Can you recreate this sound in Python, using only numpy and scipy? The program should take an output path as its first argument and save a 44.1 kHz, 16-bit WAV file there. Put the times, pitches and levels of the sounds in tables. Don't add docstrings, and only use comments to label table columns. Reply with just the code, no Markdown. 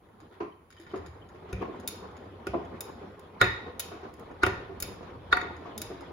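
import sys
import numpy as np
from scipy import signal
from scipy.fft import rfft, irfft, next_fast_len
from scipy.io import wavfile
from scipy.ndimage import uniform_filter1d, map_coordinates

SR = 44100
rng = np.random.default_rng(int(sys.argv[2]) if len(sys.argv) > 2 else 0)


def digitize_waveform(pressure):
    field = np.atleast_2d(pressure).T
    bounded = np.clip(field, -1, 1)
    quanta = np.round(bounded * 32767).astype(np.int16)
    wavfile.write(sys.argv[1], SR, quanta)


N = 269892
RING_T = np.arange(int(SR * .7)) / SR


def amp(db):
    return 10 ** (np.asarray(db) / 20)


def unit(x):
    return x / np.sqrt(np.mean(x ** 2) + 1e-20)


def blow(x, count=441):
    power = np.mean(np.atleast_2d(x) ** 2, axis=0)
    return x / np.sqrt(uniform_filter1d(power, count, mode="constant").max())


def along(points, hz):
    f, v = np.transpose(points)
    return np.interp(np.log(hz + 1), np.log(f + 1), v)


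def wobble(rate):
    knots = rng.standard_normal(int(N * rate / SR) + 4)
    return map_coordinates(knots, [np.arange(N) * rate / SR])


def filtered(x, response):
    n = x.shape[-1]
    m = next_fast_len(n + SR // 8)
    return irfft(rfft(x, m) * response(np.fft.rfftfreq(m, 1 / SR)), m)[..., :n]


def narrow_band(centre_hz, half_width_hz):
    white = rng.standard_normal((2, len(RING_T)))
    return filtered(white, lambda hz: 1 / (1 + ((hz - centre_hz) / half_width_hz) ** 2))


# frequency in Hz, left-right correlation.
CHANNEL_LIKENESS = [(60, 0.9819), (130, 0.9363), (290, 0.93645), (640, 0.3365), (1400, 0.045),
                    (6000, 0.015)]


def noise(spectrum, size, tilt_db=0):
    def turn(hz):
        return np.arccos(np.clip(along(CHANNEL_LIKENESS, hz), -1, 1)) / 2

    def response(hz):
        colour = amp(along(spectrum, hz) + tilt_db * np.log2(hz / 1000 + 1 / 20))
        return colour * [np.cos(turn(hz)), np.sin(turn(hz))]

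    mid, side = filtered(rng.standard_normal((2, size)), response)
    return unit(np.array([mid + side, mid - side]))


def fade(t60):
    return np.exp(-np.log(1000) * RING_T / t60)


def onset(attack):
    return 1 - np.exp(-RING_T / attack)


def ring(modes, attack, tilt_db=0, scatter_db=2):
    out = np.zeros((2, len(RING_T)))
    for hz, db, t60, *lead in modes:
        phase = rng.uniform(0, 2 * np.pi) + sum(lead) * np.array([[.5], [-.5]])
        strength = amp(db + tilt_db * np.log2(hz) + scatter_db * rng.normal())
        out += strength * fade(t60) * np.sin(2 * np.pi * hz * RING_T + phase)
    return blow(out * onset(attack))


# frequency in Hz, 60 dB decay time in seconds.
ROOM_DECAY = [(100, 0.622), (400, 0.31467), (1000, 0.56056), (2000, 0.5559), (4000, 0.5766), (7000, 0.4293),
              (11000, 0.3164), (16000, 0.3024)]
# frequency in Hz, relative level in dB.
ROOM_TINT = [(100, -4), (400, -1.5), (1000, 4), (1420, -7), (1700, -1), (1900, 0.5), (2200, -0.5),
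             (3400, -1.5), (3760, -3.5), (4100, -1), (7000, -6.5), (8500, -19.5), (10500, -5.5),
             (15500, -16)]


def in_room(x, wet_db):
    hz, t, z = signal.stft(noise([(20, 0), (20000, 0)], len(RING_T)), SR, nperseg=256)
    decay = np.exp(-np.log(1000) * t / along(ROOM_DECAY, hz)[:, None])
    tail = signal.istft(z * decay, SR, nperseg=256)[1][:, :len(RING_T)]
    tail = filtered(tail / np.linalg.norm(tail[0]), lambda f: amp(along(ROOM_TINT, f)))
    tail = tail * onset(0.001883)
    return x + amp(wet_db) * signal.fftconvolve(x, tail, axes=1)[:, :len(RING_T)]


def add(track, s, x):
    part = track[:, max(round(s * SR), 0):][:, :x.shape[1]]
    part += x[:, :part.shape[1]]


# start in seconds, surge in dB.
LOAD_DROPS = [(1.56, 1), (2.52, 3.5), (3.5, 2.5), (4.48, 1.5), (5.42, 2.5)]
SURGE_ATTACK_S, SURGE_HOLD_S, SURGE_RELEASE_S = 0.021, 0.59004, 0.04


def surges():
    corners = np.cumsum([0, SURGE_ATTACK_S, SURGE_HOLD_S, SURGE_RELEASE_S])
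    t = np.arange(N) / SR
    return sum(db * np.interp(t - s, corners, [0, 1, 1, 0]) for s, db in LOAD_DROPS)


# frequency in Hz, relative dB per Hz.
DRIVE_SPECTRUM = [(15, -23.5), (25, -21.5), (45, 1), (62, 2), (78, 10), (100, 8), (135, -4), (175, 1),
                  (220, -24.5), (300, -38.5), (500, -120)]
# time in seconds, level in dB.
DRIVE_LEVEL = [(0, -62.5), (.85, -64), (1.0, -47.5), (1.1, -48.5), (1.22, -54.5), (1.4, -53.5), (3.8, -56),
               (4.301, -54.5), (4.65, -51), (6.12, -51)]
RUMBLE_SURGE_SHARE = 0.5845


def rumble(surge_db):
    level_db = np.interp(np.arange(N) / SR, *np.transpose(DRIVE_LEVEL))
    return amp(level_db + RUMBLE_SURGE_SHARE * surge_db + 1.3 * wobble(9)) * noise(DRIVE_SPECTRUM, N)


def patchy(x, depth_db, size=7, count=5):
    z = signal.stft(x, nperseg=512)[2]
    field = rng.standard_normal(z.shape[1:])
    for axis, width in ((0, size), (0, size - 2), (1, count), (1, count - 2)):
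        field = uniform_filter1d(field, width, axis)
    return signal.istft(z * amp(depth_db * unit(field)), nperseg=512)[1][:, :N]


def hollow(x, depth_db, count=700):
    ripple = rng.standard_normal(count)
    places = np.linspace(0, 1, count)
    return filtered(x, lambda hz: amp(depth_db * np.interp(np.sqrt(hz / (SR / 2)), places, ripple)))


def bubbles(centre_hz, spread, size_db, rise, count):
    out = np.zeros((2, N))
    t = RING_T[:SR // 16]
    draws = zip(rng.uniform(0, N / SR, count), rng.normal(size=count),
                rng.exponential(size=count), rng.normal(size=count))
    for when, pitch, size, side in draws:
        hz = np.clip(centre_hz * np.exp(spread * pitch), 200, 5000)
        age = t * hz / 7
        phase = 2 * np.pi * hz * t * (1 + rise * np.minimum(age, 4))
        tone = np.sin(phase) * np.exp(-age) * (1 - np.exp(-6 * age))
        level_db = size_db * min(size, 3) - 10.254 * np.log2(1 + (hz / centre_hz / 1.0657) ** 2)
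        add(out, when, amp(level_db + 2 * side * np.array([[1], [-1]])) * tone)
    return unit(out)


# frequency in Hz, relative dB per Hz.
WATER_SPECTRUM = [(82, -40), (140, -9), (171, -3), (212, -6), (413, -1), (586, -5), (935, -6.5),
                  (1300, -11), (1490, -14.5), (2900, -29), (3150, -25), (5650, -41.5), (6670, -45.5),
                  (7500, -45.5), (9750, -99), (16500, -120)]
# time in seconds, reference level in dB.
STIRRING = [(0, -59.5), (.38, -54.5), (.6, -65), (.76, -57), (0.979, -48.5), (1.3, -53), (1.65, -45.5),
            (2.8, -48.5), (3.25, -50), (4.3, -48), (5.0, -47), (6.12, -46)]
SLOSH_DB, BUBBLES_DB, FROTH_DB, SPRAY_DB, SPRAY_SWELL = -2, -8, -18, -16.5, 0.8224


def water(surge_db):
    stir_db = np.interp(np.arange(N) / SR, *np.transpose(STIRRING))
    lapping = wobble(21)
    flow = hollow(patchy(noise(WATER_SPECTRUM, N), depth_db=2.1093), depth_db=3.0)

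    def upper(hz):
        return 1 / (1 + (1800 / (hz + 1)) ** 4)

    body = unit(filtered(flow, lambda hz: 1 - upper(hz)) * amp(1.3 * lapping + 1.7 * wobble(70)))
    spray = unit(filtered(flow, upper) * amp(lapping + 0.69 * wobble(97)))
    froth = bubbles(centre_hz=2200, spread=.3, size_db=1.6, rise=.004, count=3200)
    froth = unit(froth * amp(2.0 * lapping))
    large = bubbles(centre_hz=804.53, spread=.6, size_db=2.5, rise=0.014246, count=1300)
    slosh = amp(SLOSH_DB) * body + amp(BUBBLES_DB) * large + amp(FROTH_DB) * froth
    spray = amp(SPRAY_DB + SPRAY_SWELL * surge_db) * spray
    return amp(stir_db) * (amp(surge_db) * slosh + spray)


def churn():
    surge_db = surges()
    return rumble(surge_db) + water(surge_db)


# frequency in Hz, relative dB per Hz.
HISS_SPECTRUM = [(1000, -21), (4000, -6), (7000, 3.5), (8300, -8.5), (9000, -4.5), (9900, 11.5), (12200, 3),
                 (13600, -4.5), (15300, 6), (16300, -4.5)]


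def hiss():
    return amp(-80.0) * noise(HISS_SPECTRUM, N)


STRIKE_SCATTER_DB = 1.5
# frequency in Hz, relative level in dB, 60 dB decay time in seconds.
DRUM_MODES = [(1430, -3, .02), (1845, -2, .02), (2280, -3, .015), (3090, -6, .015), (3700, -4, .018),
              (5000, -2, .015), (6700, -2, .018), (10300, -10, .01), (12400, -15, .01)]
# frequency in Hz, relative dB per Hz.
SCRATCH_SPECTRUM = [(600, -9.5), (1500, 5), (3200, -14.5), (5000, -10), (6700, -21), (8300, -26),
                    (10500, -9), (12500, -28), (16000, -29)]


def tink(tilt_db, scatter_db, count=3):
    out = np.zeros((2, len(RING_T)))
    gaps = rng.uniform(.003, 0.007, count)
    for k, when in enumerate(np.cumsum(gaps) - gaps[0]):
        modes = [(hz * (1 + .012 * rng.normal()), db, t60, rng.uniform(-1, 2.7))
                 for hz, db, t60 in DRUM_MODES]
        scratch = noise(SCRATCH_SPECTRUM, len(RING_T), tilt_db) * fade(0.02035) * onset(0.00074)
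        touch = ring(modes, 0.000616, tilt_db, scatter_db) + blow(scratch)
        add(out, when, amp(-4.5 * k) * touch)
    return blow(out)


# start in seconds, level in dB, treble tilt in dB per octave.
CLEAR_TINKS = [(.088, -65, -9), (0.203, -60, 0), (0.325, -59.5, -9.5), (0.704, -56.5, 2), (0.725, -57.5, 0),
               (0.766, -56.5, -5), (0.799, -58, 2.5), (.814, -63.5, 4), (.835, -61, -1),
               (0.866, -48.5, -8.5), (.915, -59, -4), (.959, -53, -1), (.975, -59, 0.5), (1.062, -52.5, 2),
               (1.083, -62, -2), (1.289, -62, 0.5), (1.799, -57.5, 5), (2.168, -56, -0.5), (2.65, -61, 0),
               (4.165, -71, 4.5), (5.566, -56, -1.5), (6.008, -54, 0.5)]


def rattle(count=12):
    out = np.zeros((2, N))
    for s, db, tilt_db in CLEAR_TINKS:
        add(out, s, amp(db) * in_room(tink(tilt_db, STRIKE_SCATTER_DB), wet_db=-0.5))
    for when, size in zip(rng.uniform(0, N / SR, count), rng.normal(size=count)):
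        add(out, when, amp(-68.5 + 2 * size) * tink(tilt_db=1.5, scatter_db=2.2))
    return out


# start in seconds, level in dB.
SEAL_CHIRPS = [(.18, -85), (.515, -64), (0.773, -58.5), (0.899, -58.5), (1.214, -60.5), (1.598, -61)]
SQUEAK_HZ, SQUEAK_HALF_WIDTH_HZ, SQUEAK_S = 3087.8, 63.8, 0.02042


def squeaks():
    out = np.zeros((2, N))
    stroke = np.sin(np.pi * np.minimum(RING_T / SQUEAK_S, 1))
    for s, db in SEAL_CHIRPS:
        tone = narrow_band(SQUEAK_HZ, SQUEAK_HALF_WIDTH_HZ)
        add(out, s, amp(db) * in_room(blow(tone * stroke), wet_db=-7.0))
    return out


def grains(spectrum, per_s, spread_db, size=N):
    count = int(per_s * size / SR) + 2
    when = rng.integers(0, size, count)
    strength = amp(spread_db * np.clip(rng.normal(size=count), -2, 2))
    mid, side = [np.bincount(when, strength * rng.uniform(-0.941, 1, count), size) for _ in range(2)]
    pops = np.array([mid + side, mid - side])
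    burst = rng.standard_normal((2, SR // 100)) * fade(.008)[:SR // 100]
    crackle = signal.fftconvolve(pops, burst, axes=1)[:, :size]
    return unit(filtered(crackle, lambda hz: amp(along(spectrum, hz))))


# frequency in Hz, relative dB per Hz.
RUSTLE_SPECTRUM = [(700, -21), (1800, 9), (2600, 2), (3800, 9.5), (5000, -1.5), (5900, -10), (6700, -12),
                   (8300, -20.5), (10500, -12.5), (16000, -20)]
# start in seconds, length in seconds, level in dB.
DRAGS = [(0.19, 0.03923, -74), (0.307, 0.0598, -66), (0.698, 0.07942, -68.5), (.79, 0.0676, -64.5),
         (0.863, 0.1497, -65), (1.055, 0.03365, -65)]


def rustles():
    out = np.zeros((2, N))
    for s, length, db in DRAGS:
        stroke = np.abs(np.sin(np.pi * np.minimum(RING_T / length, 1))) ** .5
        crackle = grains(RUSTLE_SPECTRUM, per_s=900, spread_db=3.5, size=len(RING_T))
        add(out, s, amp(db) * in_room(crackle * stroke, wet_db=-7.5))
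    return out


# frequency in Hz, relative level in dB, 60 dB decay time in seconds.
TUB_MODES = [(62.88, -4.5, 0.29), (75.77, -3.5, 0.2483), (100.39, -3.5, 0.498), (122.55, -7, 0.3895),
             (187.44, -7.5, 0.5114)]


def tub_boom(attack):
    return ring(TUB_MODES, attack)


# frequency in Hz, relative dB per Hz.
WET_SPECTRUM = [(40, -22.5), (100, -19.5), (150, -10), (280, 0.5), (385, 5.5), (580, -19), (700, -2),
                (850, -29), (1080, -10), (1700, -28.5), (2500, -33), (3500, -45), (6500, -55.5),
                (9000, -89), (14000, -80.5)]
# start in seconds, level in dB, treble tilt in dB per octave,
# pitch of the trapped air pocket in Hz.
LANDINGS = [(0.219, -52, -10.5, 313.2), (.402, -33, 3, 355.3), (0.935, -32.5, 1.5, 394.1),
            (1.345, -48.5, 5.5, 432), (1.489, -47, 7, 429.4), (1.612, -32.5, 2.5, 287.9),
            (1.681, -36.5, -2.5, 466.2), (2.535, -31.5, 0, 684.9), (3.661, -46.5, 4.5, 470.4),
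            (3.915, -41, 5.5, 396.7), (4.03, -44, 6, 365.6), (4.693, -44.5, 1.5, 399.6),
            (5.025, -47.5, 7, 361.6), (5.425, -40, 4, 349.9), (5.655, -43, 5, 1117),
            (5.901, -43.5, 5, 469.9)]
FLOP_SWELL_S = 0.013255
FLOP_BOOM_DB = -20


def flops():
    out = np.zeros((2, N))
    push = np.sqrt(RING_T / FLOP_SWELL_S) * np.exp(-RING_T / FLOP_SWELL_S / 1.2722)
    for s, db, tilt_db, pocket_hz in LANDINGS:
        slap = in_room(blow(noise(WET_SPECTRUM, len(RING_T), tilt_db) * push), wet_db=-1.5)
        pocket = ring([(pocket_hz, 0, .035), (pocket_hz * 0.96, -3, .03)], attack=FLOP_SWELL_S)
        boom = amp(FLOP_BOOM_DB) * tub_boom(attack=0.014)
        add(out, s, amp(db) * (slap + amp(-3.0) * pocket + boom))
    return out


# frequency in Hz, relative dB per Hz.
SLAP_SPECTRUM = [(30, -46), (100, -25.5), (370, 17), (560, 12), (800, 5.5), (1120, 9.5), (1500, -10),
                 (1900, -13), (2700, -17.5), (3500, -35), (8000, -67.5), (16000, -69.5)]
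# start in seconds, level in dB, treble tilt in dB per octave.
CLOTH_SLAPS = [(0.404, -37, 6.5), (.941, -38.5, 3), (1.6175, -41, 11.5), (1.624, -34, 4), (1.651, -45, 9),
               (2.534, -39, 3), (2.541, -28.5, -2.5), (2.547, -28, -9), (2.657, -47.5, -1.5),
               (3.416, -26.5, 0.5), (4.436, -28.5, 3.5), (4.466, -29.5, 6.5), (5.007, -43, -4.5),
               (5.328, -29, 9)]


def slaps():
    out = np.zeros((2, N))
    for s, db, tilt_db in CLOTH_SLAPS:
        flicker = amp(2.519 * wobble(754.83)[:len(RING_T)])
        crackle = noise(SLAP_SPECTRUM, len(RING_T), tilt_db) * flicker * fade(0.04544) * onset(0.002616)
        add(out, s, amp(db) * in_room(blow(crackle), wet_db=-8))
    return out


# start in seconds, level in dB, pitch in Hz.
AIR_POCKETS = [(0.797, -48, 334.6), (3.667, -43.5, 485.5)]


def gulps():
    out = np.zeros((2, N))
    for s, db, hz in AIR_POCKETS:
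        add(out, s, amp(db) * in_room(ring([(hz, 0, .05)], attack=0.01264), wet_db=0))
    return out


# frequency in Hz, relative level in dB, 60 dB decay time in seconds,
# phase lead of the left channel in radians.
GLASS_MODES = [(731.15, -16, 0.15244, 0.5), (848.5, -24, 0.011, -3.5), (925, -4, 0.0298, -1.5),
               (959.8, -15, 0.03567, -1.5), (1137.4, -3, 0.03199, 7.5), (1253.4, -3.5, 0.05509, -1.5),
               (1435.5, 12.5, 0.03258, 1), (1640, -21, 0.0051, -12), (1809.5, -1, 0.02422, -6.5),
               (1911.5, -2.5, 0.03886, -0.5), (2076.4, -12.5, 0.0787, -4.5), (2248.6, -2, 0.02037, 5.5),
               (2554.5, -8, 0.0299, -2), (3220, -28, 0.045, 4), (3644.3, -11, 0.0464, 7.5),
               (3780, -13, 0.02807, -5), (4402.8, -19.5, 0.0151, 1), (5514.2, -30.5, 0.022, 5),
               (5073.5, -32.5, 0.01151, -3), (6751.9, -25.5, 0.037, 1.5), (10355, -35.5, 0.00982, -5),
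               (14500, -48.5, 0.018, 14)]


def glass_ring(attack, tilt_db, scatter_db=2, longest_t60=np.inf):
    modes = [(hz, db, min(t60, longest_t60), lead) for hz, db, t60, lead in GLASS_MODES]
    return ring(modes, attack, tilt_db, scatter_db)


# frequency in Hz, relative dB per Hz.
TICK_SPECTRUM = [(500, -36), (1400, -47), (2400, -3), (4000, -5), (7000, 2.5), (8400, -6.5), (10300, 10.5),
                 (12300, 5.5), (13600, 1.5), (15200, 7), (16500, 3.5)]
# frequency in Hz, relative level in dB, 60 dB decay time in seconds.
FASTENING_MODES = [(3680, -4, .014), (4300, -7, .008), (5030, 0, .016), (5350, -4, .01), (6300, -5, .012),
                   (6690, -5, .016)]


def click(tilt_db, metal_db):
    tick = blow(noise(TICK_SPECTRUM, len(RING_T), tilt_db) * fade(0.03312) * onset(0.0000751))
    glass = glass_ring(attack=0.0037, tilt_db=21 + tilt_db, longest_t60=.022)
    metal = ring(FASTENING_MODES, attack=0.001606, scatter_db=STRIKE_SCATTER_DB)
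    return in_room(blow(tick + amp(-6.5) * glass + amp(metal_db) * metal), wet_db=-1.0)


def after_ring(centre_hz, half_width_hz, t60):
    return blow(narrow_band(centre_hz, half_width_hz) * fade(t60) * onset(0.00019))


# frequency in Hz, relative dB per Hz.
CRACK_SPECTRUM = [(40, -30), (200, -9), (600, -3), (1400, 13.5), (2000, 3), (3000, -30), (4000, -3.5),
                  (5500, -19), (8500, -36.5), (10500, -29.5), (16000, -81.5)]
# frequency in Hz, relative level in dB, 60 dB decay time in seconds.
FRAME_MODES = [(299.21, -22.5, 0.4799), (355.96, -4.5, 0.10088), (382.28, 0, 0.08175),
               (475.63, -7.5, 0.03943), (537.33, -10, 0.08443)]
# centre in Hz, half width in Hz, level in dB, 60 dB decay time in seconds.
DOOR_KNOCKS = [(1.528, -45, -36, -31, -20, -42, 2435, 149.8, -49, 0.3491),
               (2.469, -34.5, -32, -38, -12, -43, 2474, 250, -49, 0.2005),
               (3.4134, -14, -25, -31, 2.5, -24.5, 3760, 109.2, -25.5, 0.1167),
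               (3.425, -22.5, -31, -50, 1, -50, 1856, 130, -26, 0.2779),
               (3.4413, -35.5, -54.5, -43.5, 10, -55.5, 2424, 130, -33, 0.1091),
               (3.456, -41, -45, -40, 1.5, -59, 3751, 44.93, -43, 0.53),
               (3.472, -37, -43.5, -43.5, -3, -62.5, 1893, 89.7, -32.5, 0.369),
               (4.4335, -16.5, -24, -33.5, -2, -29, 2658, 329.5, -32.5, 0.1377),
               (4.4643, -26, -26, -31.5, -2.5, -34, 1830, 69.87, -34.5, 0.392),
               (4.825, -44.5, -54.5, -46, 0, -36.5, 5081, 200, -38.5, 0.04803),
               (5.3267, -14.5, -32.5, -42, 0.5, -35, 3684, 79.76, -29, 0.0269),
               (5.333, -32.5, -43.5, -46.5, -7, -48.5, 4446, 119.9, -40.5, 0.258),
               (5.3698, -24, -45, -56.5, -2.5, -42.5, 1988, 129.8, -38.5, 0.1882),
               (5.413, -34.5, -47, -67, 6, -62, 1970, 149.9, -45.5, 0.201)]
KNOCK_TICK_TILT_DB = -10.5


def knocks():
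    out = np.zeros((2, N))
    for (s, glass_db, frame_db, boom_db, tilt_db, tick_db,
         ring_hz, half_width_hz, ring_db, ring_t60) in DOOR_KNOCKS:
        crack = blow(noise(CRACK_SPECTRUM, len(RING_T), tilt_db) * fade(0.05458) * onset(0.00021))
        glass = glass_ring(attack=0.002202, tilt_db=tilt_db, scatter_db=STRIKE_SCATTER_DB)
        glass = amp(glass_db) * blow(glass + amp(-13.0) * crack)
        frame = amp(frame_db) * ring(FRAME_MODES, attack=0.000869, scatter_db=STRIKE_SCATTER_DB)
        boom = amp(boom_db) * tub_boom(attack=0.007234)
        add(out, s, in_room(glass, wet_db=-6.0) + in_room(frame, wet_db=-1.5) + boom)
        add(out, s, amp(tick_db) * click(KNOCK_TICK_TILT_DB, metal_db=-13.0))
        metallic = amp(ring_db) * after_ring(ring_hz, half_width_hz, ring_t60)
        add(out, s, in_room(metallic, wet_db=-9.5))
        skid = blow(noise(CRACK_SPECTRUM, len(RING_T), tilt_db=2.5) * fade(0.03292))[:, ::-1]
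        add(out, s - RING_T[-1], amp(glass_db - 18.0) * skid)
    return out


# start in seconds,
# level in dB, treble tilt in dB per octave, metal ring against the tick in dB.
GLASS_CLICKS = [(1.8756, -29.5, 1, -12), (1.885, -39.5, -3.5, -8), (2.8068, -34.5, 0.5, -13),
                (3.1943, -59, -6.5, -10), (3.7953, -31, -1.5, -12), (3.801, -33, -2.5, -20),
                (4.139, -60, -5.5, -5.5), (4.195, -60.5, -2.5, -8.5), (4.802, -36, 0, -14.5),
                (4.8235, -30.5, 0.5, -19.5), (5.778, -37, -1.5, -9), (5.8167, -35, -4, -10)]


def clicks():
    out = np.zeros((2, N))
    for s, db, tilt_db, metal_db in GLASS_CLICKS:
        add(out, s, amp(db) * click(tilt_db, metal_db))
    return out


def scene():
    background = churn() + hiss()
    fastenings = rattle() + knocks() + clicks()
    laundry = squeaks() + rustles() + flops() + slaps() + gulps()
    return background + fastenings + laundry


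TOP_HZ = 16300


def record(dry):
    thinned = signal.sosfilt(signal.butter(2, 40, "highpass", fs=SR, output="sos"), dry)
    return filtered(thinned, lambda hz: 1 / (1 + (hz / TOP_HZ) ** 120))


dry = scene()
out = record(dry)
digitize_waveform(out)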